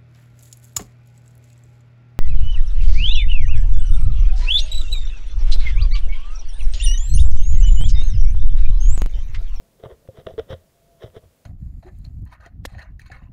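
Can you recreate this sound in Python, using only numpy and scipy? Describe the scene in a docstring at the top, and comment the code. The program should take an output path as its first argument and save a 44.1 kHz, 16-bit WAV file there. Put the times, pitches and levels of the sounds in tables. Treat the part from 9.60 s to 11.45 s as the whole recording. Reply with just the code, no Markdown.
"""Waterproof camera in a rock pool

Close up: a camera is shifted about against stone, heard by one microphone inside its housing.
Bumps give a low decaying thud, ring the water-damped case and shed gritty noise clicks.
Scrapes are grainy friction noise that also rings the case; a short steady tone makes one squeak.
Behind them lie a faint wavering whine, probably the lens motor, low water rumble and hiss."""
import sys
import numpy as np
from scipy import signal
from scipy.fft import rfft, irfft, next_fast_len
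from scipy.io import wavfile
from scipy.ndimage import map_coordinates

SR = 44100
rng = np.random.default_rng(int(sys.argv[2]) if len(sys.argv) > 2 else 0)


def store_pcm(level_fs):
    """Save levels as 16-bit WAV."""
    pcm = np.round(np.clip(level_fs, -1, 1) * 32767).astype(np.int16)
    wavfile.write(sys.argv[1], SR, np.atleast_2d(pcm).T)


N = 81585  # samples, 1.85 s

# Swell of the water round the case: time_s, level_db
WATER_SWELL = [(0, -58.5), (.12, -63), (.42, -59), (.85, -54), (1.12, -63.5), (1.3, -60), (1.55, -58.5),
               (1.85, -64.5)]
# Spectrum of the moving water, relative power per Hz: frequency_hz, level_db
WATER_SPECTRUM = [(15, -8.5), (35, 1.5), (90, -6), (150, -3), (300, -11), (420, -10.5), (530, -5.5),
                  (600, -11), (680, -11), (800, -27), (1500, -33), (4000, -55)]
# Spectrum of the microphone hiss, relative power per Hz: frequency_hz, level_db
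HISS_SPECTRUM = [(500, -13), (800, 3.5), (1300, -1), (2400, -3), (4000, -4), (8000, -5), (15500, -6)]
HISS_DB = -66.5

# Path of the lens motor tone: time_s, pitch_hz, level_db
MOTOR_PATH = [(0, 672, -63), (.07, 674, -73), (.15, 660, -89), (0.951, 635, -83), (1.03, 638, -62),
              (1.112, 660, -81), (1.15, 687, -66), (1.22, 672, -66), (1.30, 678, -63), (1.39, 667, -63),
              (1.47, 664, -79), (1.85, 660, -82)]
WHINE_WAVER_HZ, WHINE_FLUTTER_DB = 5.2, 1.5  # typical random deviation

# Resonances of the water-damped case: frequency_hz, relative_level_db, t60_s
CASE_MODES = [(393, -6, 0.045), (448, 0, 0.04), (526.7, -2, 0.051), (627.3, -3, 0.059),
              (664.4, -7.5, 0.052)]
CASE_RISE_S, MODE_SCATTER_DB = 0.0013, 3
CASE_LOW_HZ, CASE_HIGH_HZ = 358, 686  # the band in which the case gives way
# The place of contact favours some modes; the floor is the least gain left to the others
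RING_FOCUS_OCTAVES, RING_FOCUS_FLOOR = 0.25, 0.26
CONTACT_SAMPLES = SR // 4  # length of each thud, click and ring

SQUEAK_START_S, SQUEAK_LENGTH_S, SQUEAK_EDGE_S = .7795, .022, 0.0024
SQUEAK_HZ, SQUEAK_DB = 445.6, -20.5

# Drags of stone over the housing; rise and fall are the times to lose 20 dB either side of the peak:
# peak_s, rise_s, fall_s, grit_db, grit_tilt_db_per_octave, case_db, ring_centre_hz
DRAGS = [(0.202, 0.014, 0.052, -67, 1, -51.5, 445), (0.251, 0.023, 0.026, -48, -3.5, -40.5, 580),
         (0.307, .03, 0.047, -55.5, -4, -41.5, 485), (0.455, .015, 0.015, -86, -2, -57, 434),
         (0.592, 0.062, 0.034, -55, 1, -45, 525), (0.674, 0.012, 0.023, -60, -8, -33.5, 560),
         (0.696, 0.031, 0.039, -57.5, 2.5, -39, 590), (0.792, 0.0096, 0.017, -42, -0.5, -26.5, 500),
         (0.908, 0.025, 0.016, -44.5, 1.5, -36, 500), (0.93, 0.02, 0.015, -39.5, 0, -32, 485),
         (1.437, 0.037, 0.029, -49.5, 1, -41, 483), (1.463, 0.008, .012, -54, 3, -47, 540),
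         (1.477, 0.021, 0.024, -63.5, 0, -50.5, 544), (1.551, .014, 0.022, -60, 0.5, -45, 593),
         (1.574, 0.034, .02, -51.5, 0.5, -40.5, 470), (1.637, 0.012, 0.022, -68, 0, -53.5, 504)]
# Dragged grit heard through the case, relative power per Hz: frequency_hz, level_db
GRIT_SPECTRUM = [(300, -10), (780, -6), (1020, 5), (1310, 3), (1500, -0.5), (2000, 1.5), (2350, -11.5),
                 (2850, -8.5), (3150, 2), (3850, -3), (4200, -20), (5700, -14), (6800, -29.5), (15000, -31)]
ROUGH_DB, ROUGH_PER_S = 1, 240  # random unevenness of a drag and its rate
GRAINS_PER_S, GRAIN_SHARE = 1200, .65  # mean rate of slips and their share of the power
PRESS_CURVE = 1.56  # 1 is a pointed swell, 2 a rounded one

# Knocks of the camera on stone: start_s, thud_db, thud_pitch_hz, thud_t60_s,
# ring_db, ring_centre_hz, click_db, click_tilt_db_per_octave
KNOCKS = [(0.2365, -29.5, 118, 0.026, -27, 510, -34, -2), (0.2585, -28, 122, 0.065, -31, 513, -35, -10),
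          (0.266, -49, 108, 0.052, -32, 570, -46, -16), (0.322, -35.5, 61.4, .09, -46, 420, -67, -5),
          (0.487, -29, 107.6, 0.058, -30, 490, -52, -4), (0.5855, -29.5, 129, 0.033, -50, 500, -52, 1),
          (0.599, -50, 130, .03, -39, 570, -58, 5), (0.6645, -26.5, 92, 0.028, -36, 600, -34.5, -6.5),
          (0.6678, -35, 196, 0.073, -26, 530, -25, 0.5), (0.696, -38, 120, .04, -31, 610, -52, -6),
          (0.72, -33, 39.7, 0.054, -60, 500, -62, 0), (0.7373, -31, 95, .035, -39, 430, -51.5, 6),
          (0.7794, -28, 60, 0.03, -42, 400, -31.5, -2), (0.795, -30.5, 73, 0.12, -20.5, 543, -27, 0.5),
          (0.805, -38, 74, .13, -36, 560, -68, -2), (0.904, -24, 96, 0.052, -29.5, 480, -57, 7),
          (0.919, -37, 149, .04, -25.5, 514, -37, -18), (0.93, -23, 118, 0.051, -28.5, 555, -30, 1),
          (0.9387, -32, 86, 0.13, -29, 500, -37, 1), (1.4355, -60, 120, 0.032, -26.5, 420, -45, 6),
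          (1.4418, -27, 110, 0.065, -33, 567, -42, 5), (1.459, -40, 108, 0.08, -46, 556, -59, 11),
          (1.490, -46, 86.5, .1, -56, 500, -60, -3), (1.5655, -28.5, 114, 0.022, -28.5, 422, -54, -11),
          (1.5745, -39, 104, 0.075, -33.5, 650, -37, -11), (1.637, -42, 96, 0.051, -55, 473, -66, -3),
          (1.656, -46.5, 81, 0.18, -64, 500, -64, -3)]
# Loose grains of sand ticking on the case: start_s, level_db
SAND_TICKS = [(0.475, -48), (0.649, -55), (0.687, -40), (0.832, -72), (0.845, -71), (1.410, -56),
              (1.42, -46), (1.501, -50.5)]
# Single clicks heard through the case, relative power per Hz: frequency_hz, level_db
CLICK_SPECTRUM = [(200, -9), (310, -10), (780, -4.5), (1050, 3.5), (2000, 0.5), (2400, -11.5), (3100, 0.5),
                  (3850, -2), (4250, -27.5), (5700, -21.5), (7000, -32), (15000, -45)]
CLICK_RISE_S, CLICK_T60_S = 0.00076, .011
CLICK_TAIL_DB, CLICK_TAIL_T60_S = -31.5, .3  # tail level relative to the click
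THUD_RISE_S = 0.00065
# The camera rocks on in the grip; level relative to the thud
SWAY_HZ, SWAY_T60_S, SWAY_DB = 85.8, 0.22, -22

TOP_HZ = 15690  # upper band limit of the camera


def amp(db):
    """Decibels to gain."""
    return 10 ** (np.asarray(db) / 20)


def unit(x):
    """Scale to rms 1."""
    return x / np.sqrt(np.mean(x ** 2) + 1e-20)


def clock():
    """Time of each sample in seconds."""
    return np.arange(N) / SR


def wobble(rate):
    """A smooth random curve, rate knots a second."""
    knots = rng.standard_normal(int(N * rate / SR) + 4)
    return map_coordinates(knots, [clock() * rate])


def filtered(x, response):
    """x times a response of frequency, padded against wrap-round."""
    m = next_fast_len(len(x) + SR // 10)
    spectrum = rfft(x, m) * response(np.fft.rfftfreq(m, 1 / SR))
    return irfft(spectrum, m)[:len(x)]


def coloured(x, points):
    """x shaped by (Hz, dB) points on a log frequency axis, at rms 1."""
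    f, v = np.transpose(points)
    return unit(filtered(x, lambda hz: amp(np.interp(np.log(hz + 1), np.log(f + 1), v))))


def tilted(points, db_per_octave):
    """A spectrum made brighter or duller about 2 kHz; the tilt stops below 800 Hz and above 6 kHz."""
    return [(hz, db + db_per_octave * np.log2(np.clip(hz, 800, 6000) / 2000)) for hz, db in points]


def sine(t, hz):
    """A steady tone."""
    return np.sin(2 * np.pi * hz * t)


def fade(t, rise, t60):
    """A soft attack and an exponential decay."""
    return (1 - np.exp(-t / rise)) * np.exp(-np.log(1000) * t / t60)


def add(out, s, sound):
    """Mix a sound in at time s."""
    part = out[round(s * SR):][:len(sound)]
    part += sound[:len(part)]


def background():
    """Water moves softly round the case; the microphone hisses."""
    level_db = np.interp(clock(), *np.transpose(WATER_SWELL))
    water = amp(level_db) * coloured(rng.standard_normal(N), WATER_SPECTRUM)
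    hiss = amp(HISS_DB) * coloured(rng.standard_normal(N), HISS_SPECTRUM)
    return water + hiss


def whine():
    """A faint wavering tone, probably the lens motor, that comes and goes."""
    s, hz, db = np.transpose(MOTOR_PATH)
    pitch_hz = np.interp(clock(), s, hz) + WHINE_WAVER_HZ * wobble(60.5)
    level_db = np.interp(clock(), s, db) + WHINE_FLUTTER_DB * wobble(40.1)
    tone = np.sin(2 * np.pi * np.cumsum(pitch_hz) / SR)
    return amp(level_db) * unit(tone)


def case_ring(t, centre_hz):
    """The case's decaying modes after one contact; those near centre_hz are favoured."""
    out = 0
    for hz, db, t60 in CASE_MODES:
        octaves_off = np.log2(hz / centre_hz)
        nearness = np.exp(-.5 * (octaves_off / RING_FOCUS_OCTAVES) ** 2)
        focus = RING_FOCUS_FLOOR + (1 - RING_FOCUS_FLOOR) * nearness
        gain = focus * amp(db + MODE_SCATTER_DB * rng.standard_normal())
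        out = out + gain * sine(t, hz) * fade(t, CASE_RISE_S, t60)
    band = signal.butter(2, [CASE_LOW_HZ, CASE_HIGH_HZ], 'bandpass', fs=SR, output='sos')
    return signal.sosfilt(band, out)


def squeak():
    """Stick and slip lock briefly onto a case mode."""
    t = clock() - SQUEAK_START_S
    hold = np.clip(np.minimum(t, SQUEAK_LENGTH_S - t) / SQUEAK_EDGE_S, 0, 1)
    return -amp(SQUEAK_DB) * hold * sine(t, SQUEAK_HZ)


def friction():
    """Tiny slips of random size on a bed of rubbing noise."""
    slips = (rng.random(N) < GRAINS_PER_S / SR) * rng.standard_normal(N)
    rubbing = rng.standard_normal(N)
    return np.sqrt(GRAIN_SHARE) * unit(slips) + np.sqrt(1 - GRAIN_SHARE) * rubbing


def scrapes():
    """Stone drags over the housing: uneven grit that also keeps the case ringing."""
    out = np.zeros(N)
    for s, rise, fall, grit_db, tilt, case_db, centre_hz in DRAGS:
        t = clock() - s
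        press = 10 ** -(np.maximum(-t / rise, t / fall) ** PRESS_CURVE)
        drag = friction() * amp(ROUGH_DB * wobble(ROUGH_PER_S))
        grit = coloured(drag, tilted(GRIT_SPECTRUM, tilt))
        struck_case = case_ring(clock()[:CONTACT_SAMPLES], centre_hz)
        ring = unit(signal.fftconvolve(drag, struck_case)[:N])
        out += press * (amp(grit_db) * grit + amp(case_db) * ring)
    return out


def click(t, tilt):
    """A grain cracks against the housing: a noise burst with a faint tail."""
    burst = fade(t, CLICK_RISE_S, CLICK_T60_S)
    tail = amp(CLICK_TAIL_DB) * fade(t, CLICK_RISE_S, CLICK_TAIL_T60_S)
    noise = coloured(rng.standard_normal(len(t)), tilted(CLICK_SPECTRUM, tilt))
    return (burst + tail) * noise


def bumps():
    """Each bump shoves the camera, rings its case and clicks; loose grains only click."""
    out, t = np.zeros(N), clock()[:CONTACT_SAMPLES]
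    for s, thud_db, hz, t60, ring_db, centre_hz, click_db, tilt in KNOCKS:
        thud = sine(t, hz) * fade(t, THUD_RISE_S, t60)
        sway = amp(SWAY_DB) * sine(t, SWAY_HZ) * fade(t, THUD_RISE_S, SWAY_T60_S)
        shove = amp(thud_db) * (thud + sway)
        crack = amp(click_db) * click(t, tilt)
        ring = amp(ring_db) * case_ring(t, centre_hz)
        add(out, s, crack - shove - ring)
    for s, db in SAND_TICKS:
        add(out, s, amp(db) * click(t, 0))
    return out


def scene():
    """Everything reaches one microphone inside the case."""
    return (background() + whine() + squeak() + scrapes() + bumps())[None]


def record(dry):
    """The camera keeps nothing above its band limit."""
    return filtered(dry[0], lambda hz: hz < TOP_HZ)[None]


dry = scene()
out = record(dry)
store_pcm(out)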